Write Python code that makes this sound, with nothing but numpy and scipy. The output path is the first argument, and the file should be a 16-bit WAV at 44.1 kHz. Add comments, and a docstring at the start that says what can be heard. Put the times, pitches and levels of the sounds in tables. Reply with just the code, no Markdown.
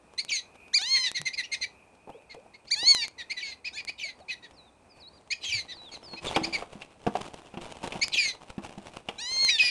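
"""At the edge of a garden pond, whistling ducks squabble in arching mews, peeps, squeaks and a two-note
call of pip and falling whistle: harmonic tones, roughened by subharmonics and coloured by the bill.
Small birds pipe further off, and a duck slips into the water with splashes and ringing bubbles.
Then a wooden nest box is bumped into its damped modes and one duck flaps about in dry leaves.
A small camera adds a few dull bumps, sharp clicks and a faint whine."""
import sys
import numpy as np
from scipy import signal
from scipy.fft import rfft, irfft, next_fast_len
from scipy.io import wavfile
from scipy.ndimage import uniform_filter1d, map_coordinates

SR = 44100
rng = np.random.default_rng(int(sys.argv[2]) if len(sys.argv) > 2 else 0)


def inscribe(sig):
    """Save sig as 16-bit PCM at rate SR to the path in sys.argv[1].

    A 1-D sig is mono; a 2-D sig holds one channel per row.
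    Samples are clipped to [-1, 1] before scaling.
    """
    pcm = np.round(np.clip(np.atleast_2d(sig).T, -1, 1) * 32767)
    wavfile.write(sys.argv[1], SR, pcm.astype(np.int16))


N = 427769
TOP_HZ = 11900  # upper band limit

# Contours of three long mews: t/s, f/Hz, relative level of the octave/dB
MEW_A = [(.785, 1432, -42.5), (.81, 1515, -45), (.83, 1733, -35.5), (.88, 2062, -33), (.94, 2153, -20),
         (1.05, 2032, -35.5), (1.11, 1622, -37)]
MEW_B = [(2.755, 1616, -46.5), (2.85, 2013, -29.5), (2.885, 2220, -14), (2.918, 2203, -13),
         (2.932, 2122, -26), (3.06, 1683, -43)]
MEW_C = [(9.18, 1490, -58), (9.22, 1885, -41.5), (9.31, 2091, -32.5), (9.44, 2156, -23), (9.59, 1710, -29)]
# All the mews: contour as above, relative level of the half-order partials/dB
MEWS = [(MEW_A, -41), (MEW_B, -41), (MEW_C, -44), ([(3.725, 1370, -80), (3.76, 1766, -48),
        (3.795, 1710, -35)], -52)]

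def mews():
    """Frequency modulation: pitch arches; the octave flares and the other harmonics follow part way."""
    out = np.zeros(N)
    for contour, halves_db in MEWS:
        s, hz, db = np.transpose(contour)
        t = clock(s[-1] - s[0])
        pitch = np.interp(s[0] + t, s, hz) * (1 + .0026 * wobble(47.7, len(t)))
        octave = amp(np.interp(s[0] + t, s, db) + 3)
        first = amp(-25) * np.sqrt(octave)
        call = voice(pitch, first, octave, amp(halves_db),
                     jitter=.0038, rough=.12, hiss_db=-32, reedy=amp(7) * first)
        add(out, s[0], fade(t, attack_s=.0098, release_s=.032) * call)
    return out


# Clear yelps that open the mews: t/s, duration/s, top f/Hz, level/dB
YELPS = [(0.729, 0.064, 2424, -25), (2.702, 0.055, 2376, -29)]

def yelps():
    """Swept resonance: in a quick arch of pitch, the octave flares each time it passes the bill's peak."""
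    out = np.zeros(N)
    for s, length, hz, db in YELPS:
        u = clock(length) / length
        pitch = hz * parabola(u, bend=(.57, .66))
        first = amp(db) * np.sin(np.pi * u) ** 1.4
        octave = first * amp(13.5) * bill(2 * pitch - 150, width_hz=410)
        halves = first * u ** 2 * amp(-10)
        call = voice(pitch, first, octave, halves,
                     jitter=.002, rough=.04, hiss_db=-40, reedy=first * amp(5))
        add(out, s, call)
    return out


# Two-note calls: t/s; pip f/Hz, level/dB, octave re pip/dB; delay to the break/s;
# whistle fall time/s, f after the break/Hz, end f/Hz, relative level/dB, relative octave level/dB
TWO_NOTE_CALLS = [(0.177, 2155, -33, 7, 0.14, 0.1, 2340, 1860, -27.5, 8),
                  (3.296, 2230, -29.5, -3, 0.13, 0.13, 2280, 2012, -33.5, 1),
                  (3.872, 2290, -29.5, -4.5, 0.16, 0.1, 2316, 1898, -31.5, 1),
                  (5.303, 2330, -25, -3.5, 0.22, 0.11, 2432, 1936, -27, 7),
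                  (8.013, 2325, -21, 0, 0.17, .15, 2474, 1920, -19.5, 3),
                  (9.477, 2300, -19, -6, 0.12, 0.12, 2525, 2364, -16.5, 0)]
PIP_BEND = (.88, 1.115)  # start and end pitch over middle pitch

def two_note_calls():
    """Interrupted phonation: a rising pip, a short silence, a falling whistle."""
    out = np.zeros(N)
    pip_s, whistle_delay_s = .0361, .104
    for s, pip_hz, pip_db, pip_octave_db, break_s, fall_s, hz, end_hz, db, octave_db in TWO_NOTE_CALLS:
        add(out, s, note(pip_s, pip_hz, PIP_BEND, pip_db, pip_octave_db))
        high_s = break_s - whistle_delay_s
        add(out, s + whistle_delay_s, whistle(high_s, fall_s, hz, end_hz, db, octave_db))
    return out


# Steps of the strained voice: fraction of its duration, ratio of f to f after the break
REGISTERS = [(0, 1.68), (.32, 1.62), (.37, 1.35), (.72, 1.31), (1, 1.17)]
# Breath spectrum of the strained voice: f/Hz, relative level/dB
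RASP_SPECTRUM = [(1900, -39), (2400, 6.5), (4300, -13), (6000, -27)]

def whistle(high_s, fall_s, hz, end_hz, db, octave_db):
    """Register break: a high, rasping tone drops into a clear accent, then sinks and turns hoarse."""
    break_s, accent_s, accent_db, sink_db_per_octave = .0031, .035, 6, 39
    t = clock(high_s + fall_s)
    strained = .5 - .5 * np.tanh((t - high_s) / break_s)  # 1 before the break, 0 after
    glide_octaves = np.log2(end_hz / hz) * np.clip((t - high_s) / fall_s, 0, 1)
    register = np.interp(t / high_s, *np.transpose(REGISTERS)) ** strained
    pitch = hz * 2 ** glide_octaves * register
    accent = np.exp(-((t - high_s) / accent_s) ** 2) * (1 - strained)
    first = amp(db + sink_db_per_octave * glide_octaves - 3.5 * strained - 2.5)
    resonance = np.maximum(bill(2 * pitch, width_hz=830), .5 * strained * (pitch < 1.5 * hz))
    octave = first * amp(octave_db - 5.5 * strained) * resonance
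    call = voice(pitch, first * amp(accent_db * accent), octave, halves=0,
                 jitter=.007, rough=.42 - .28 * accent, hiss_db=-22.5)
    rasp = first * amp(-15 + 7.9 * wobble(185, len(t))) * (strained + .6) * noise(RASP_SPECTRUM, len(t))
    envelope = fade(t, attack_s=.43 * high_s, release_s=.031)
    return envelope * (accent * call + (1 - accent) * hoarse(call, pitch) + rasp)


# Lone pips, peeps and a second duck's squeaks: t/s, duration/s, f/Hz, level/dB, octave re fundamental/dB
PIPS = [(2.668, 0.035, 2340, -51.5, 6), (6.342, 0.032, 2370, -32, -3), (6.432, .026, 2290, -31.5, 2.5)]
PEEPS = [(.943, 0.044, 2107, -23.5, -4), (1.026, 0.067, 1982, -26.5, 0), (1.144, 0.052, 2065, -28.5, -0.5),
         (1.252, 0.043, 2060, -26.5, 0), (1.372, 0.047, 2040, -27.5, -1), (1.515, 0.042, 2053, -26.5, -0.5),
         (1.61, 0.041, 2033, -29.5, 1.5), (2.293, 0.048, 2110, -43.5, -6), (3.013, .052, 2326, -28.5, -4),
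         (3.179, 0.054, 1943, -35.5, -1.5), (3.364, 0.047, 1965, -33.5, -1.5),
         (4.303, 0.044, 1980, -35, -1), (4.423, 0.051, 1875, -45, -2.5), (5.679, 0.064, 1947, -44, 4.5),
         (5.914, 0.054, 2170, -48, 10), (6.258, 0.044, 3700, -34, -11.5), (6.525, 0.046, 2305, -23, -6.5)]
SQUEAKS = [(1.329, 0.027, 2404, -35.5, 1), (1.431, 0.034, 2910, -36.5, -7), (1.535, 0.023, 2540, -29, -8),
           (1.636, 0.019, 2434, -29.5, -6), (2.534, 0.033, 2170, -47.5, -5),
           (3.643, 0.053, 2530, -30.5, -6), (3.765, 0.051, 2480, -30, -9.5), (4.281, 0.04, 2514, -30, -26),
           (6.16, 0.041, 2580, -39.5, -11), (6.455, 0.028, 2380, -40, 0)]

def chatter():
    """Pitch glides set the short calls apart: pips rise, peeps droop, squeaks rise and fall."""
    out = np.zeros(N)
    for rows, bend in (PIPS, PIP_BEND), (PEEPS, (1, .86)), (SQUEAKS, (.81, .87)):
        for s, length, hz, db, octave_db in rows:
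            add(out, s, note(length, hz, bend, db, octave_db))
    return out


def note(length, hz, bend, db, octave_db):
    """Growing modulation: one bend of pitch under one swell frays towards its end."""
    u = clock(length) / length
    pitch = hz * parabola(u, bend) * (1 + .014 * wobble(90, len(u)))
    swell = np.abs(np.sin(np.pi * u)) ** .84
    call = voice(pitch, amp(db), amp(db + octave_db), halves=0, jitter=.012, rough=.34, hiss_db=-19.5)
    return swell * (call + u * (hoarse(call, pitch) - call))


# Spectra of upper harmonics, half-order partials and air through the bill: f/Hz, relative level/dB
HARMONIC_SPECTRUM = [(1850, -18.5), (2150, -15), (2450, -11.5), (4000, -34), (5500, -8), (6600, -4),
                     (7600, -22), (9000, -16), (10500, -23.5), (12000, -67.5)]
HALF_ORDER_SPECTRUM = [(1100, -9), (3200, 3), (4500, 8), (5300, -0.5), (7300, -7.5), (9700, -21.5),
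                       (11500, -31.5)]
BREATH_SPECTRUM = [(1100, -32.5), (2400, 9.5), (3300, -4), (4400, 12), (5400, -10), (6700, -4),
                   (12000, -35)]

def voice(pitch, first, octave, halves, jitter, rough, hiss_db, reedy=None):
    """Nonlinear oscillation: period doubling and tripling add partials between a whistle's harmonics."""
    n = len(pitch)
    strain = np.clip((pitch - 2550) / 1200, 0, 1)  # forced high, the tone breaks into a rasp
    waver = wobble(170, n) + (.6 + 2.2 * strain) * wobble(520, n)
    phase = 2 * np.pi * np.cumsum(pitch * (1 + jitter * waver)) / SR
    flutter = lambda: amp(7 * rough * wobble(70, n) - 2 * rough)
    drift = lambda: amp(3 * wobble(24, n) + 1.2 * wobble(190, n) - 1)
    tone = first * flutter() * np.sin(phase) + octave * flutter() * np.sin(2 * phase)
    if reedy is None:
        reedy = octave * np.minimum(octave / amp(-22), 1) ** .46  # soft notes are purer
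    for k in np.arange(3, 7):
        in_band = k * pitch < TOP_HZ
        tone += reedy * drift() * gain_at(HARMONIC_SPECTRUM, k * pitch) * in_band * np.sin(k * phase)
    for k in np.arange(7) + .5:
        tone += halves * drift() * gain_at(HALF_ORDER_SPECTRUM, k * pitch) * np.sin(k * phase)
    buzz = .27 * np.sin(phase / 3 + 1.3 * wobble(110, n))
    buzz += .16 * np.sin(phase / 6 + wobble(140, n))
    buzz += .11 * (1 + 2.5 * strain) * wobble(1400, n)
    breath = amp(hiss_db) * np.hypot(first, octave) ** .79 * noise(BREATH_SPECTRUM, n)
    return tone * (1 + rough * buzz) + breath


def hoarse(call, pitch):
    """Amplitude modulation: a slower, unsteady second vibration puts sidebands round each harmonic."""
    n = len(call)
    rate_hz = .21 * pitch * (1 + .13 * wobble(90, n))
    phase = 2 * np.pi * np.cumsum(rate_hz) / SR + .5 * wobble(400, n)
    depth = .58 * amp(3 * wobble(45, n))
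    return call * (1 + depth * (np.sin(phase) + .45 * np.sin(2 * phase))) / np.sqrt(1 + depth ** 2 / 2)


def bill(hz, width_hz, centre_hz=4216):
    """Resonance of the bill: gain 1 at its centre, falling to either side."""
    return 1 / np.hypot(1, 2 * (hz - centre_hz) / width_hz)


# Bumps and wing blows on the box: t/s, level/dB, relative ring level/dB, ring centre f/Hz,
# relative clack level/dB
KNOCKS = [(6.134, -40, 1.5, 272, -12), (6.361, -18.5, -12, 760, -8.5), (6.369, -25.5, 3.5, 334, -27),
          (6.416, -43, 15.5, 282, -20), (6.477, -43.5, 11, 352, -12), (6.622, -33, -6, 704, -20),
          (6.754, -46.5, 7.5, 199, -23), (6.819, -50, -19, 705, 7.5), (7.066, -23.5, 5, 480, -22.5),
          (7.074, -36.5, 16, 242, -20), (7.153, -27.5, 5.5, 755, -15), (7.54, -40, -0.5, 200, -15),
          (7.572, -35.5, 3.5, 285, -14.5), (7.839, -31.5, -2, 200, -24), (7.922, -35, -2, 600, -3),
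          (7.955, -33, -1, 202, -17), (8.58, -36, 7.5, 236, -22), (8.777, -46, 10.5, 204, -18),
          (9.086, -30.5, -9, 200, -6.5)]
# Low modes of the box: f/Hz, bandwidth/Hz, relative level/dB
BOX_MODES = [(199, 26, 3.5), (254, 32.6, 0), (335.4, 14, -3.5), (457, 35, -2), (600, 47, -5), (717, 47, 7)]
# Spectra of the rattling boards and the dry clack: f/Hz, relative level/dB
BOARD_SPECTRUM = [(50, -36), (350, -5), (800, 1.5), (1800, -16.5), (12000, -41)]
CLACK_SPECTRUM = [(600, -2), (1500, -8), (2650, 13), (4500, -6.5), (10000, -18), (12000, -44)]

def nest_box():
    """Impact excitation: where a blow lands decides which modes ring; the boards rattle and clack."""
    out, t = np.zeros(N), clock(.26)
    spread_octaves = .56
    for s, db, ring_db, centre_hz, clack_db in KNOCKS:
        ring = np.zeros(len(t))
        for hz, width_hz, mode_db in BOX_MODES:
            coupling = 1 / (1 + (np.log2(hz / centre_hz) / spread_octaves) ** 2)
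            envelope = amp(mode_db + rng.normal()) * np.exp(-np.pi * width_hz * t)
            detuned_hz = hz * (1 + .023 * rng.normal())
            ring += coupling * envelope * np.sin(2 * np.pi * detuned_hz * t)
        board = noise(BOARD_SPECTRUM, len(t)) * decay(t, t60=.086)
        clack = noise(CLACK_SPECTRUM, len(t)) * decay(t, t60=.044)
        blow = amp(ring_db) * ring + board + amp(clack_db + 10) * clack
        add(out, s, amp(db) * blow * rise(t, .00075))
    return out


# Stirring in the leaves (a contour) and single sweeps of feathers and feet: t/s, relative level/dB
STIRRING = [(5.4, -66), (6.1, -55), (6.5, -45.5), (6.95, -62), (7.2, -47), (7.45, -57), (7.9, -48),
            (8.4, -58.5), (8.65, -54.5), (9.7, -58.5)]
SWEEPS = [(7.17, -32.5), (7.213, -29), (7.342, -35.5), (7.622, -33.5), (7.723, -35.5), (7.877, -33.5),
          (8.504, -38), (8.923, -44.5)]
# Spectrum of dry leaves: f/Hz, relative level/dB
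LEAF_SPECTRUM = [(60, -1.5), (250, -1), (800, 1), (1800, -13), (2800, -7.5), (4500, -17), (9500, -21.5),
                 (12000, -40)]

def leaves():
    """Modulated noise: dry leaves and feathers crackle, loudest under each sweep."""
    t = np.arange(N) / SR
    stir = amp(np.interp(t, *np.transpose(STIRRING), left=-120) + 1 + 4.94 * wobble(26, N))
    sweeps = sum(amp(db) * np.exp(-np.abs(t - s) / .003) for s, db in SWEEPS)
    twigs = sum(amp(-56.5 + 10.4 * size ** 3) * np.exp(-np.abs(t - place * t[-1]) / .0064)
                for place, size in rng.random((60, 2)))
    crackle = unit(noise(LEAF_SPECTRUM, N) * amp(5 * wobble(450, N)))
    return (stir + sweeps + twigs * (1 + stir / amp(-54))) * crackle


# Splashes as the duck slips in: t/s, level/dB
SLOSHES = [(2.073, -42), (2.092, -33.5), (2.346, -41), (2.46, -47.5), (2.829, -34), (2.902, -42)]
# Spectrum of a splash: f/Hz, relative level/dB
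SPLASH_SPECTRUM = [(100, -10), (800, 1.5), (1500, -25), (5000, -43.5)]

def sloshes():
    """Displacement of water: each push of the duck's body throws a short, dull burst of noise."""
    out, t = np.zeros(N), clock(.16)
    for s, db in SLOSHES:
        add(out, s, amp(db) * noise(SPLASH_SPECTRUM, len(t)) * decay(t, t60=.077) * rise(t, .001))
    return out


# Water gulping round the swimming duck: t/s, starting f/Hz, relative level/dB
BUBBLES = [(2.145, 448, -48.5), (2.365, 450, -48.5), (4.045, 610, -56), (4.203, 653, -53)]

def bubbles():
    """Bubble resonance: large bubbles rise in pitch as they die away."""
    out, t = np.zeros(N), clock(.122)
    for s, hz, db in BUBBLES:
        phase = 2 * np.pi * hz * (t + 2.6 * t * t) + 1.9 * wobble(99, len(t))
        add(out, s, amp(db + 9.5) * decay(t, t60=.16) * rise(t, .0036) * np.sin(phase))
    return out


# Piping of small birds further off: t/s, duration/s, start f/Hz, held f/Hz, end f/Hz, level/dB
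PIPING = [(2.111, 0.083, 2550, 3350, 4080, -68.5), (4.151, 0.083, 4750, 4580, 3520, -63),
          (4.532, .17, 5700, 3920, 3460, -60.5), (4.887, 0.14, 5400, 4480, 4650, -63),
          (4.995, 0.098, 5600, 3810, 4500, -49.5), (5.128, 0.067, 4700, 4730, 3300, -59.5),
          (5.719, 0.19, 5500, 3920, 3100, -47.5), (6.03, 0.16, 5600, 4320, 4000, -45)]

def small_birds():
    """Gliding sinusoids: almost pure notes slide to a held pitch, flick off it and swell unevenly."""
    out = np.zeros(N)
    settle, leave = .38, .67  # fractions of the note
    for s, length, start_hz, held_hz, end_hz, db in PIPING:
        t = clock(length)
        contour = np.interp(t / length, [0, settle, leave, 1], [start_hz, held_hz, held_hz, end_hz])
        pitch = uniform_filter1d(contour, size=800) * (1 + .009 * wobble(110, len(t)))
        swell = amp(db + 4.5 * wobble(35, len(t))) * fade(t, attack_s=.01, release_s=.007)
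        add(out, s, swell * np.sin(2 * np.pi * np.cumsum(pitch) / SR))
    return out


# Bumps on the camera body: t/s, f/Hz, level/dB
BUMPS = [(1.196, 143, -37), (5.488, 84.4, -43), (5.544, 98, -36.5)]

def handling():
    """Structure-borne sound: a hand bumps the camera body into a low, damped vibration."""
    out, t = np.zeros(N), clock(.24)
    for s, hz, db in BUMPS:
        phase = 2 * np.pi * hz * t + wobble(46, len(t))
        add(out, s, amp(db) * decay(t, t60=.17) * rise(t, .0048) * np.sin(phase))
    return out


# Spectrum of the garden background: f/Hz, relative level/dB
AIR_SPECTRUM = [(25, -21), (75, -2), (125, -11), (175, -7), (900, -9), (1400, -18.5), (3500, -29),
                (10000, -32), (12000, -58)]
# Contour of a distant hiss: t/s, level/dB
FAR_HISS = [(0, -73), (.6, -62.5), (1.7, -66), (4.5, -73.5)]

def background():
    """Ambient noise: a broad, nearly steady floor and a narrow, distant hiss that dies down."""
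    air = amp(-60 + 1.3 * wobble(18, N)) * noise(AIR_SPECTRUM, N)
    hiss_db = np.interp(np.arange(N) / SR, *np.transpose(FAR_HISS)) + 4.3 * wobble(11, N)
    return air + amp(hiss_db) * noise([(1950, -41), (2480, -7.5), (3200, -43.5)], N)


def garden(x, wet_db, t60):
    """Reverberation: paving, box and bushes scatter a short, decaying tail."""
    t = clock(.38)
    tail = unit(rng.standard_normal(len(t)) * decay(t, t60) * (t > .003)) / np.sqrt(len(t))
    return x + amp(wet_db) * signal.fftconvolve(x, tail)[:N]


def amp(db):
    """Decibels to amplitude ratio."""
    return 10 ** (np.asarray(db) / 20)


def unit(x):
    """Normalisation to rms 1."""
    return x / np.sqrt(np.mean(x ** 2) + 1e-20)


def gain_at(spectrum, hz):
    """Interpolation of (f/Hz, level/dB) points on a log frequency axis, as gain."""
    f, db = np.transpose(spectrum)
    return amp(np.interp(np.log(hz + 1), np.log(f), db))


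def filtered(x, response):
    """Linear filtering: the spectrum of x times a frequency response."""
    m = next_fast_len(len(x) + 4096)
    return irfft(rfft(x, m) * response(np.fft.rfftfreq(m, 1 / SR)), m)[:len(x)]


def noise(spectrum, n):
    """Spectral shaping: coloured noise of rms 1."""
    return unit(filtered(rng.standard_normal(n), lambda hz: gain_at(spectrum, hz)))


def wobble(rate, n):
    """Smooth random fluctuation, with rate knots a second."""
    return map_coordinates(rng.standard_normal(int(n * rate / SR) + 4), [np.arange(n) * rate / SR])


def parabola(u, bend):
    """Parabolic pitch ratio: bend[0] at u = 0, 1 in the middle, bend[1] at u = 1."""
    return np.polyval(np.polyfit([0, .5, 1], [bend[0], 1, bend[1]], 2), u)


def fade(t, attack_s, release_s):
    """Trapezoidal envelope: attack, hold, release."""
    return np.clip(np.minimum(t / attack_s, (t[-1] - t) / release_s), 0, 1)


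def rise(t, tau_s):
    """Exponential onset with time constant tau_s."""
    return 1 - np.exp(-t / tau_s)


def decay(t, t60):
    """Exponential decay by 60 dB in t60 seconds."""
    return amp(-60 * t / t60)


def clock(length):
    """Sample times from 0 to length."""
    return np.arange(int(length * SR)) / SR


def add(track, s, x):
    """Superposition of x on the track at time s."""
    part = track[max(0, round(s * SR)):][:len(x)]
    part += x[:len(part)]


def scene():
    """Superposition: birds, water, box and leaves reverberate over the garden's background."""
    near_duck = garden(mews() + yelps(), wet_db=-15, t60=.15)
    highpass = lambda hz: 1 - 1 / (1 + (hz / 1700) ** 10)  # small throats radiate no bass
    squabble = garden(filtered(two_note_calls() + chatter(), highpass), wet_db=-11, t60=.19)
    others = garden(small_birds() + sloshes() + bubbles() + nest_box() + leaves(), wet_db=-15, t60=.66)
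    return (near_duck + squabble + others + background() + handling())[None]


# Clicks in the camera: t/s, relative level/dB
CLICKS = [(0.2492, -20.5), (0.8161, -18.5), (1.116, -14.5), (1.2161, -14), (2.949, -5), (3.082, -19),
          (3.8503, -22.5), (8.0827, -13.5), (9.4488, -9)]

def record(dry):
    """Self-noise and band limiting: the camera adds impulses and a faint whine, and cuts the top treble."""
    whine_hz = 8150
    self_noise = amp(-78) * np.sin(2 * np.pi * whine_hz * np.arange(N) / SR + 1.1 * wobble(100, N))
    for s, db in CLICKS:
        add(self_noise, s, 2 * amp([db]))
    self_noise = filtered(self_noise, lambda hz: 1 / (1 + (hz / 10500) ** 12))
    return filtered(dry[0] + self_noise, lambda hz: 1 / (1 + (hz / TOP_HZ) ** 80))[None]


dry = scene()
out = record(dry)
inscribe(out)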